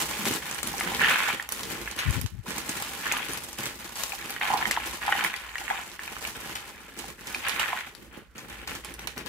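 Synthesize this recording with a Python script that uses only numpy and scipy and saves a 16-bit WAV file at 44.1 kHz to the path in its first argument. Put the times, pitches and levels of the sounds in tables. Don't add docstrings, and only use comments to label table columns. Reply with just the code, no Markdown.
import sys
import numpy as np
from scipy import signal
from scipy.fft import rfft, irfft
from scipy.io import wavfile
from scipy.ndimage import uniform_filter1d

SR = 44100
rng = np.random.default_rng(int(sys.argv[2]) if len(sys.argv) > 2 else 0)


def transcribe(signal):
    frames = np.atleast_2d(signal).T
    limited = np.clip(frames, -1, 1)
    pcm = np.round(limited * 32767).astype(np.int16)
    wavfile.write(sys.argv[1], SR, pcm)


N = 409248

# (frequency [Hz], level [dB])
ROOM_TONE_EQ = [(40, 10.5), (60, 12), (120, -6.5), (500, -25), (1500, -9), (4000, -29), (16000, -50)]
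# (frequency [Hz], t60 [s])
ROOM_DECAY = [(200, 0.11), (1000, 0.09), (4000, 0.21), (12000, 0.16)]
# (frequency [Hz], level [dB])
GUST_EQ = [(20, -26), (50, 1), (100, 7.5), (180, -7), (350, -20), (700, -64)]
# (start [s], length [s], level [dB])
PUFFS = [(2.049, 0.049, -20), (2.136, 0.048, -24.5), (2.202, 0.041, -24), (2.291, 0.065, -37.5),
         (2.349, 0.045, -37.5)]
# (frequency [Hz], level [dB])
RUMBLE_EQ = [(30, 1), (60, 12), (90, -8), (140, -13), (300, -83)]
# (time [s], level [dB])
RUMBLE_RIDE = [(0, -45), (.3, -60), (.5, -50), (.9, -45), (1.3, -63), (1.9, -45), (3.3, -58), (4.3, -60),
               (4.9, -45), (5.3, -62), (5.7, -49), (6.0, -69), (6.3, -52), (6.7, -62), (7.5, -52),
               (8.3, -65), (8.55, -45), (8.9, -50), (9.2, -48), (9.28, -53)]
# (frequency [Hz], level [dB])
RUSTLE_EQ = [(100, -13.5), (170, -5), (240, -1), (380, -3.5), (520, -12), (1200, -32.5)]
# (start [s], length [s], rustle level [dB])
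HEAVES = [(0.118, 0.14, -36.5), (0.804, 0.23, -37), (1.59, 0.11, -39.5), (2.424, 0.051, -41.5),
          (3.605, 0.058, -52), (4.4, 0.34, -47)]
# (start [s], length [s], crackle level [dB], pieces level [dB], rustle level [dB])
HAND_MOVES = [(-.03, 0.039, -27, -37, -36), (0.073, .29, -37.5, -37.5, -45), (0.408, 0.18, -42, -37.5, -49),
              (.63, 0.35, -40, -39.5, -42.5), (0.958, 0.3, -38.5, -44, -49.5),
              (1.277, 0.15, -49, -39.5, -51.5), (1.492, 0.25, -43, -44, -49.5),
              (1.684, 0.24, -46, -40, -49), (1.95, 0.23, -45, -49, -46), (2.294, 0.21, -65.5, -63, -76),
              (2.455, 0.22, -45, -41.5, -48.5), (2.672, 0.39, -42, -40.5, -48.5),
              (3.047, 0.32, -45, -39, -47.5), (3.395, 0.16, -48.5, -51, -54.5),
              (3.568, 0.052, -43.5, -40.5, -45), (3.615, 0.099, -43, -42, -45.5),
              (3.783, 0.13, -47.5, -45, -52), (3.947, 0.19, -41, -45, -55), (4.17, .2, -46.5, -40.5, -49.5),
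              (4.418, 0.54, -45.5, -41, -52.5), (5.005, 0.26, -44, -34.5, -50),
              (5.325, 0.4, -51.5, -42.5, -58.5), (5.572, 0.36, -48.5, -46, -53.5),
              (5.91, 0.053, -59.5, -52, -59), (5.982, .2, -49.5, -44, -53),
              (6.202, 0.082, -45.5, -47, -52.5), (6.34, 0.34, -51, -43, -53.5),
              (6.722, 0.28, -58.5, -49, -57), (6.96, 0.15, -49.5, -47, -50), (7.173, 0.15, -52, -48, -53),
              (7.248, 0.21, -49, -41.5, -51.5), (7.411, 0.39, -47, -40.5, -53),
              (7.85, 0.023, -52.5, -45, -51), (7.959, 0.12, -62, -57, -52.5), (8.118, 0.059, -61, -57, -49),
              (8.25, 0.11, -73, -76, -67), (8.345, 0.1, -60.5, -47.5, -49.5),
              (8.474, 0.16, -54, -44, -50.5), (8.662, 0.098, -47, -43, -44.5),
              (8.827, 0.088, -54, -45.5, -49), (8.976, 0.062, -55, -43.5, -47.5),
              (9.072, 0.046, -58, -49, -52.5), (9.155, 0.04, -59, -39.5, -42.5), (9.24, .05, -60, -46, -44)]
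# (start [s], length [s], attack [s], patter level [dB], box ring level [dB])
SLIDES = [(.76, 0.18, 0.14, -32, -37.5), (0.993, 0.31, 0.022, -19, -37), (1.97, 0.19, 0.011, -31.5, -55),
          (3.01, 0.22, 0.067, -31, -50), (4.402, .07, 0.014, -27, -34.5), (4.492, 0.13, .015, -34.5, -27.5),
          (4.67, 0.21, 0.044, -34.5, -42.5), (5.028, 0.28, 0.12, -31, -44),
          (5.318, 0.39, 0.016, -40.5, -64), (5.678, 0.11, 0.037, -34.5, -36.5),
          (6.005, 0.023, .01, -48, -59), (6.07, 0.028, .01, -43, -50), (6.207, 0.047, 0.034, -38.5, -47),
          (7.426, 0.1, 0.032, -29.5, -48), (7.551, 0.26, 0.036, -29.5, -41.5),
          (7.855, 0.014, .015, -47, -56), (8.09, 0.055, .07, -43.5, -53), (8.67, 0.038, 0.021, -38, -51)]
# (frequency [Hz], level [dB], t60 [s])
BOX_MODES = [(756, -2.5, 0.082), (786, 12.5, 0.03), (851.5, -8.5, 0.21), (947, 12, 0.024),
             (1276, 12.5, 0.078)]
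# (time [s], peak level [dB], favoured pitch [Hz])
KNOCKS = [(0.739, -24.5, 825), (0.81, -25, 980), (0.917, -24, 821), (1.009, -24.5, 970), (1.161, -29, 982),
          (1.216, -31, 985), (1.229, -26, 877), (1.286, -22, 740), (2.462, -35, 940), (2.8, -34, 786),
          (3.137, -21.5, 990), (3.202, -30.5, 864), (4.132, -29.5, 859), (4.412, -33, 751),
          (4.502, -21, 770), (4.537, -16.5, 783), (4.773, -15.5, 885), (5.05, -30, 740), (5.079, -17, 813),
          (5.09, -18, 810), (5.126, -24, 781), (5.151, -20.5, 726), (5.225, -25, 816), (5.613, -30.5, 851),
          (5.708, -15.5, 856), (7.04, -33, 738), (7.356, -32.5, 790), (7.597, -26.5, 947), (7.73, -17, 820)]
# (time [s], peak level [dB], pitch [Hz])
LANDINGS = [(0.8092, -13, 2040), (0.8644, -27, 1470), (0.8745, -16.5, 1590), (0.9953, -14.5, 1880),
            (1.016, -10.5, 1820), (1.045, -8, 1910), (1.1585, -12, 1600), (1.398, -17.5, 1840),
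            (1.49, -29, 2000), (1.8759, -17.5, 1720), (1.9889, -24, 1660), (2.5062, -23, 2270),
            (3.0579, -25, 1670), (3.0669, -16, 1790), (3.1158, -12, 2470), (3.6386, -21.5, 2110),
            (4.1212, -19.5, 2440), (4.364, -21.5, 1900), (4.4129, -15.5, 1910), (4.6127, -18, 1360),
            (4.6264, -14.5, 1780), (4.655, -11, 1920), (4.7107, -10, 1980), (4.7656, -15.5, 1920),
            (5.018, -22.5, 1900), (5.0805, -19, 1840), (5.1244, -6, 1900), (5.2086, -16.5, 2020),
            (5.2476, -10.5, 1970), (5.34, -16.5, 2020), (5.405, -33, 1920), (5.556, -18, 1900),
            (5.5824, -20, 2790), (5.6803, -18, 1900), (5.702, -15, 1990), (5.993, -22, 1810),
            (6.0774, -23.5, 2510), (6.1664, -24.5, 1510), (6.2512, -21, 2280), (6.5003, -29, 1300),
            (7.3463, -17, 2470), (7.439, -24, 2190), (7.45, -27, 1630), (7.5956, -14.5, 2880),
            (7.6306, -14.5, 1820), (7.7303, -26, 2220), (7.774, -21.5, 1590), (8.6797, -31, 1370),
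            (9.0728, -24, 3000)]
# (frequency [Hz], level [dB])
FILM_EQ = [(290, -20.5), (500, -12.5), (787, -4), (1050, -6.5), (1920, -9), (5590, -11), (10200, -11.5),
           (15100, -14.5), (16500, -53)]
# (time [s], peak level [dB], band centre [Hz], relative flutter level [dB])
SNAPS = [(0.2546, -13, 6440, -13), (0.3396, -18, 7890, -23), (0.5124, -17, 7900, -23),
         (0.546, -22.5, 8400, -30), (0.6303, -14.5, 7620, -26), (0.6732, -16, 10200, -21),
         (0.7813, -20, 7700, -16), (0.8, -16.5, 10600, -26), (0.8752, -25, 7780, -9),
         (0.9477, -14.5, 4710, -18), (1.4254, -23.5, 6810, -28), (1.49, -17.5, 12100, -31),
         (1.5222, -13.5, 9900, -36), (1.6327, -20, 5030, -17), (1.702, -22.5, 12300, -14),
         (1.9128, -20.5, 6840, -22), (1.9896, -15, 4050, -9), (2.1084, -20, 7500, -31),
         (2.2138, -20, 11300, -25), (2.262, -23, 5700, -16.5), (2.5057, -21.5, 6800, -8),
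         (2.582, -16.5, 7810, -20), (2.6928, -14, 6960, -21), (2.802, -29, 9980, -16),
         (2.823, -16.5, 7840, -13), (3.0774, -19, 5940, -18), (3.1223, -10, 7550, -26),
         (3.1757, -21.5, 11500, -24), (3.3341, -17.5, 10600, -16), (3.4408, -24, 11100, -25),
         (3.5302, -22, 6700, -24.5), (3.6566, -18, 8400, -14), (3.9563, -23, 7200, -11),
         (4.0356, -15, 4900, -39), (4.094, -25, 7530, -21), (4.3053, -16.5, 11100, -18.5),
         (4.5734, -16.5, 4660, -8), (4.7113, -13, 7140, -17), (4.882, -30, 6190, -18),
         (5.0639, -20, 4420, -23), (5.1642, -22, 4500, -23), (5.245, -14.5, 9880, -20.5),
         (5.3622, -26, 4160, -20), (5.5822, -27, 6040, -18), (5.6391, -27, 6970, -15),
         (5.916, -35, 4060, -18), (5.9529, -37, 7480, -18), (6.0272, -39, 7440, -18),
         (6.2735, -18.5, 10200, -27), (6.4058, -32, 8190, -24), (6.554, -19.5, 8000, -12),
         (6.9895, -26.5, 8110, -14), (7.2708, -24.5, 6940, -15), (7.3464, -22, 4050, -12),
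         (7.4847, -15, 10900, -12), (7.5967, -15.5, 9410, -10), (7.9504, -31, 4660, -21),
         (8.381, -27.5, 7250, -13), (8.6747, -21.5, 6760, -8), (8.7512, -24.5, 7170, -13),
         (8.8473, -23, 8000, -14), (8.94, -24.5, 9520, -21), (8.9931, -24, 4270, -26),
         (9.0726, -19, 4080, -24), (9.1785, -22, 6410, -15), (9.2609, -26, 4400, -12)]

HAND_FALL_DB_PER_S = 215
PIECE_HZ, SWISH_HZ = 1900, 7200


def gain_of(db):
    return 10 ** (np.asarray(db) / 20)


def unit_rms(x):
    return x / np.sqrt(np.mean(x ** 2) + 1e-20)


def peaked(x, db):
    return gain_of(db) * x / abs(x).max()


def lookup(points, hz):
    freqs, values = np.transpose(points)
    return np.interp(np.log(hz + 1), np.log(freqs + 1), values)


def eq(x, curve):
    size = x.shape[-1]
    return irfft(rfft(x) * gain_of(lookup(curve, np.fft.rfftfreq(size, 1 / SR))), size)


def butter(x, kind, hz, order):
    return signal.sosfilt(signal.butter(order, hz, kind, fs=SR, output="sos"), x)


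def ring(hz, t60, size):
    t = np.arange(size) / SR
    return gain_of(-60 * t / t60) * np.sin(2 * np.pi * hz * t)


def panned(sound, pan_db, lag):
    shift = int(np.clip(round(lag), -16, 16))
    padded = np.pad(sound, 16)
    pair = np.array([np.roll(padded, shift // 2), np.roll(padded, shift // 2 - shift)])
    return pair * gain_of([[pan_db / 2], [-pan_db / 2]])


def spot(mix, time, hit, pan_spread_db, lag_spread, pan_db=-1):
    pan, lag = rng.standard_normal(2)
    pair = panned(hit, pan_db + pan_spread_db * pan, lag_spread * lag)
    part = mix[:, max(round(time * SR) - 16, 0):][:, :pair.shape[1]]
    part += pair[:, :part.shape[1]]


def grain_cloud(grains, per_s, spread_db, envelope, lag_spread):
    strength = gain_of(spread_db * np.minimum(rng.exponential(1, N), 4.5))
    hits = unit_rms(strength * (rng.random(N) < per_s / SR)) * rng.choice([-1, 1], N) * envelope
    which = rng.integers(0, len(grains), N)
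    out = np.zeros((2, N))
    for k, grain in enumerate(grains):
        pan, lag = rng.standard_normal(2)
        pair = panned(grain / np.linalg.norm(grain), -1 + 5.6 * pan, lag_spread * lag)
        out += signal.oaconvolve((hits * (which == k))[None], pair, axes=1)[:, :N]
    return out


def swells(starts, lengths, dbs, attack_s, fall_db_per_s, sag_db_per_s=0):
    hop = 64
    power = np.zeros(N // hop + 2)
    for start, length, db, attack in np.broadcast(starts, lengths, dbs, attack_s):
        t = np.arange(len(power)) * hop / SR - start
        drop_db = sag_db_per_s * np.maximum(t - attack, 0) + fall_db_per_s * np.maximum(t - length, 0)
        power += (np.clip(t / attack, 0, 1) * gain_of(db - drop_db)) ** 2
    return np.interp(np.arange(N) / hop, np.arange(len(power)), np.sqrt(power))


def handling(layer):
    starts, lengths, crackle, pieces, rustle = np.transpose(HAND_MOVES)
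    dbs = {"crackle": crackle, "pieces": pieces, "rustle": rustle}[layer]
    return swells(starts, lengths, dbs, attack_s=0.013, fall_db_per_s=HAND_FALL_DB_PER_S)


def sliding(layer):
    starts, lengths, attacks, patter, box = np.transpose(SLIDES)
    dbs = {"patter": patter, "box": box}[layer]
    return swells(starts, lengths, dbs, attacks, fall_db_per_s=159, sag_db_per_s=32)


def load_jerks():
    slips = (rng.random(N) < 70 / SR) * rng.exponential(1, N)
    motion = signal.lfilter([1], [1, -np.exp(-1 / (0.017 * SR))], slips)
    return np.minimum(unit_rms(motion - motion.mean()), 2.5)


def noise_bed(curve, own_left, own_right):
    both, left, right = rng.standard_normal((3, N))
    return unit_rms(eq(np.array([both + own_left * left, both + own_right * right]), curve))


def room_tone():
    return gain_of(-54.5) * noise_bed(ROOM_TONE_EQ, own_left=0.28, own_right=1.4)


def reflections(x, mono_below_hz=1060):
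    taps = np.zeros((2, SR // 2))
    arrivals = np.arange(60, SR // 2 - 20, 20) + rng.integers(0, 20, (2, (SR // 2 - 61) // 20))
    np.put_along_axis(taps, arrivals, rng.choice([-1., 1.], arrivals.shape), 1)
    hz, t, (left, other) = signal.stft(taps, SR, nperseg=256)
    shared = np.exp(-(hz / mono_below_hz) ** 2)[:, None]
    right = shared * left + np.sqrt(1 - shared ** 2) * other
    decay = gain_of(-60 * t / lookup(ROOM_DECAY, hz)[:, None])
    tail = signal.istft(np.array([left, right]) * decay, SR, nperseg=256)[1]
    return signal.fftconvolve(x, tail / np.linalg.norm(tail[0]), axes=1)[:, :N]


def gust():
    puffs = swells(*np.transpose(PUFFS), attack_s=0.048, fall_db_per_s=700)
    return unit_rms(eq(rng.standard_normal(N), GUST_EQ)) * puffs * gain_of([[5.0], [-25.0]])


def table_rumble():
    ride_db = np.interp(np.arange(N) / SR, *np.transpose(RUMBLE_RIDE))
    return noise_bed(RUMBLE_EQ, own_left=0.3, own_right=0.58) * gain_of(ride_db)


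def bag_rustle(jerk):
    decay = gain_of(-60 * np.arange(2048) / SR / 0.042)
    bumps = [eq(rng.standard_normal(2048) * decay, RUSTLE_EQ) for _ in range(32)]
    heaves = swells(*np.transpose(HEAVES), attack_s=0.096, fall_db_per_s=84, sag_db_per_s=3.5)
    drive = np.hypot(handling("rustle"), heaves) * gain_of(2.94 * jerk)
    return grain_cloud(bumps, per_s=500, spread_db=2.36, envelope=drive, lag_spread=6.4)


def high_swish():
    pings = [ring(hz, t60=0.007, size=400) for hz in SWISH_HZ * np.exp(0.047 * rng.standard_normal(12))]
    drive = swells(starts=5.47, lengths=0.36, dbs=-54, attack_s=0.08, fall_db_per_s=HAND_FALL_DB_PER_S)
    return grain_cloud(pings, per_s=1500, spread_db=3.0, envelope=drive, lag_spread=5.5)


def knock(favoured_hz, size=2600):
    modes = np.zeros(size)
    for hz, db, t60 in BOX_MODES:
        accent, detune = rng.standard_normal(2)
        mode_db = db + 4.4 * accent - 51.0 * abs(np.log(hz / favoured_hz))
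        modes += gain_of(mode_db) * ring(hz * (1 + 0.025 * detune), t60, size)
    return butter(modes, "high", 720, order=8)


def box_floor(jerk):
    knocks = [knock(hz) for hz in np.linspace(740, 1000, 16)]
    drive = np.hypot(gain_of(-9.5) * handling("pieces"), sliding("box")) * gain_of(1.9 * jerk)
    out = gain_of(-2.0) * grain_cloud(knocks, per_s=600, spread_db=1.5, envelope=drive, lag_spread=7.7)
    for time, db, hz in KNOCKS:
        spot(out, time, peaked(knock(hz), db), pan_spread_db=2.5, lag_spread=7.6, pan_db=-1.5)
    return out


def click(hz, t60=0.018, upper_db=-6.5, tick_db=-13.0, size=800):
    t = np.arange(size) / SR
    modes = ring(hz, t60, size)
    modes += gain_of(-2.0) * ring(hz * rng.uniform(0.795, 1.259), t60, size)
    modes += gain_of(upper_db) * ring(hz * rng.uniform(1.332, 1.762), 1.1 * t60, size)
    body = butter(modes, "low", 3500, order=3)
    tick = rng.standard_normal(size) * gain_of(tick_db - 60 * t / 0.004)
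    return butter(body + tick, "high", 900, order=2)


def puzzle_pieces(jerk):
    pitches = PIECE_HZ * np.exp(0.232 * rng.standard_normal(48))
    clicks = [click(hz, t60=0.012, upper_db=-1.0, tick_db=-15.5) for hz in pitches]
    drive = np.hypot(handling("pieces") * gain_of(0.86 * jerk), sliding("patter") * gain_of(0.88 * jerk))
    out = gain_of(-2.5) * grain_cloud(clicks, per_s=1400, spread_db=3.04, envelope=drive, lag_spread=4.5)
    for time, db, hz in LANDINGS:
        spot(out, time, peaked(click(hz), db), pan_spread_db=3.5, lag_spread=6.1)
    return out


def snap(hz, t60=0.0079, focus_db=8.0, flutter_db=-17.0, size=700):
    t = np.arange(size) / SR
    crack, flutter, wobble = rng.standard_normal((3, size))
    crack *= gain_of(-60 * t / t60) + gain_of(-8.0 - 60 * t / 0.031)
    crack = eq(crack, [(hz / 2, -focus_db), (hz, 0), (hz * 2, -focus_db)])
    flicker_db = 4.2 * unit_rms(uniform_filter1d(wobble, 60))
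    flutter *= gain_of(flutter_db + flicker_db - 60 * t / 0.18)
    flutter = eq(flutter, [(700, -1.5), (3000, 5.5), (12000, -7.0)])
    return eq(crack + flutter, FILM_EQ)


def plastic_film(jerk):
    ticks = [snap(hz, t60=0.0043, focus_db=2.0, flutter_db=-22.5) for hz in np.geomspace(1800, 13000, 40)]
    drive = handling("crackle") * gain_of(2.53 * jerk)
    out = gain_of(3.0) * grain_cloud(ticks, per_s=3000, spread_db=4.6, envelope=drive, lag_spread=9.0)
    for time, db, hz, flutter_db in SNAPS:
        crease = snap(hz, flutter_db=flutter_db, size=4000)
        spot(out, time, peaked(crease, db), pan_spread_db=5.7, lag_spread=8.0)
    return out


def scene():
    jerk = load_jerks()
    close = plastic_film(jerk) + puzzle_pieces(jerk) + box_floor(jerk) + bag_rustle(jerk)
    close += table_rumble() + high_swish()
    return close + gain_of(-7.0) * reflections(close) + gust() + room_tone()


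def record(dry, low_cut_hz=45.6, high_cut_hz=15800):
    thinned = butter(dry, "high", low_cut_hz, order=4)
    high_cut = signal.firwin(511, high_cut_hz, window=("kaiser", 9), fs=SR)
    return signal.oaconvolve(thinned, high_cut[None], "same")


dry = scene()
out = record(dry)
transcribe(out)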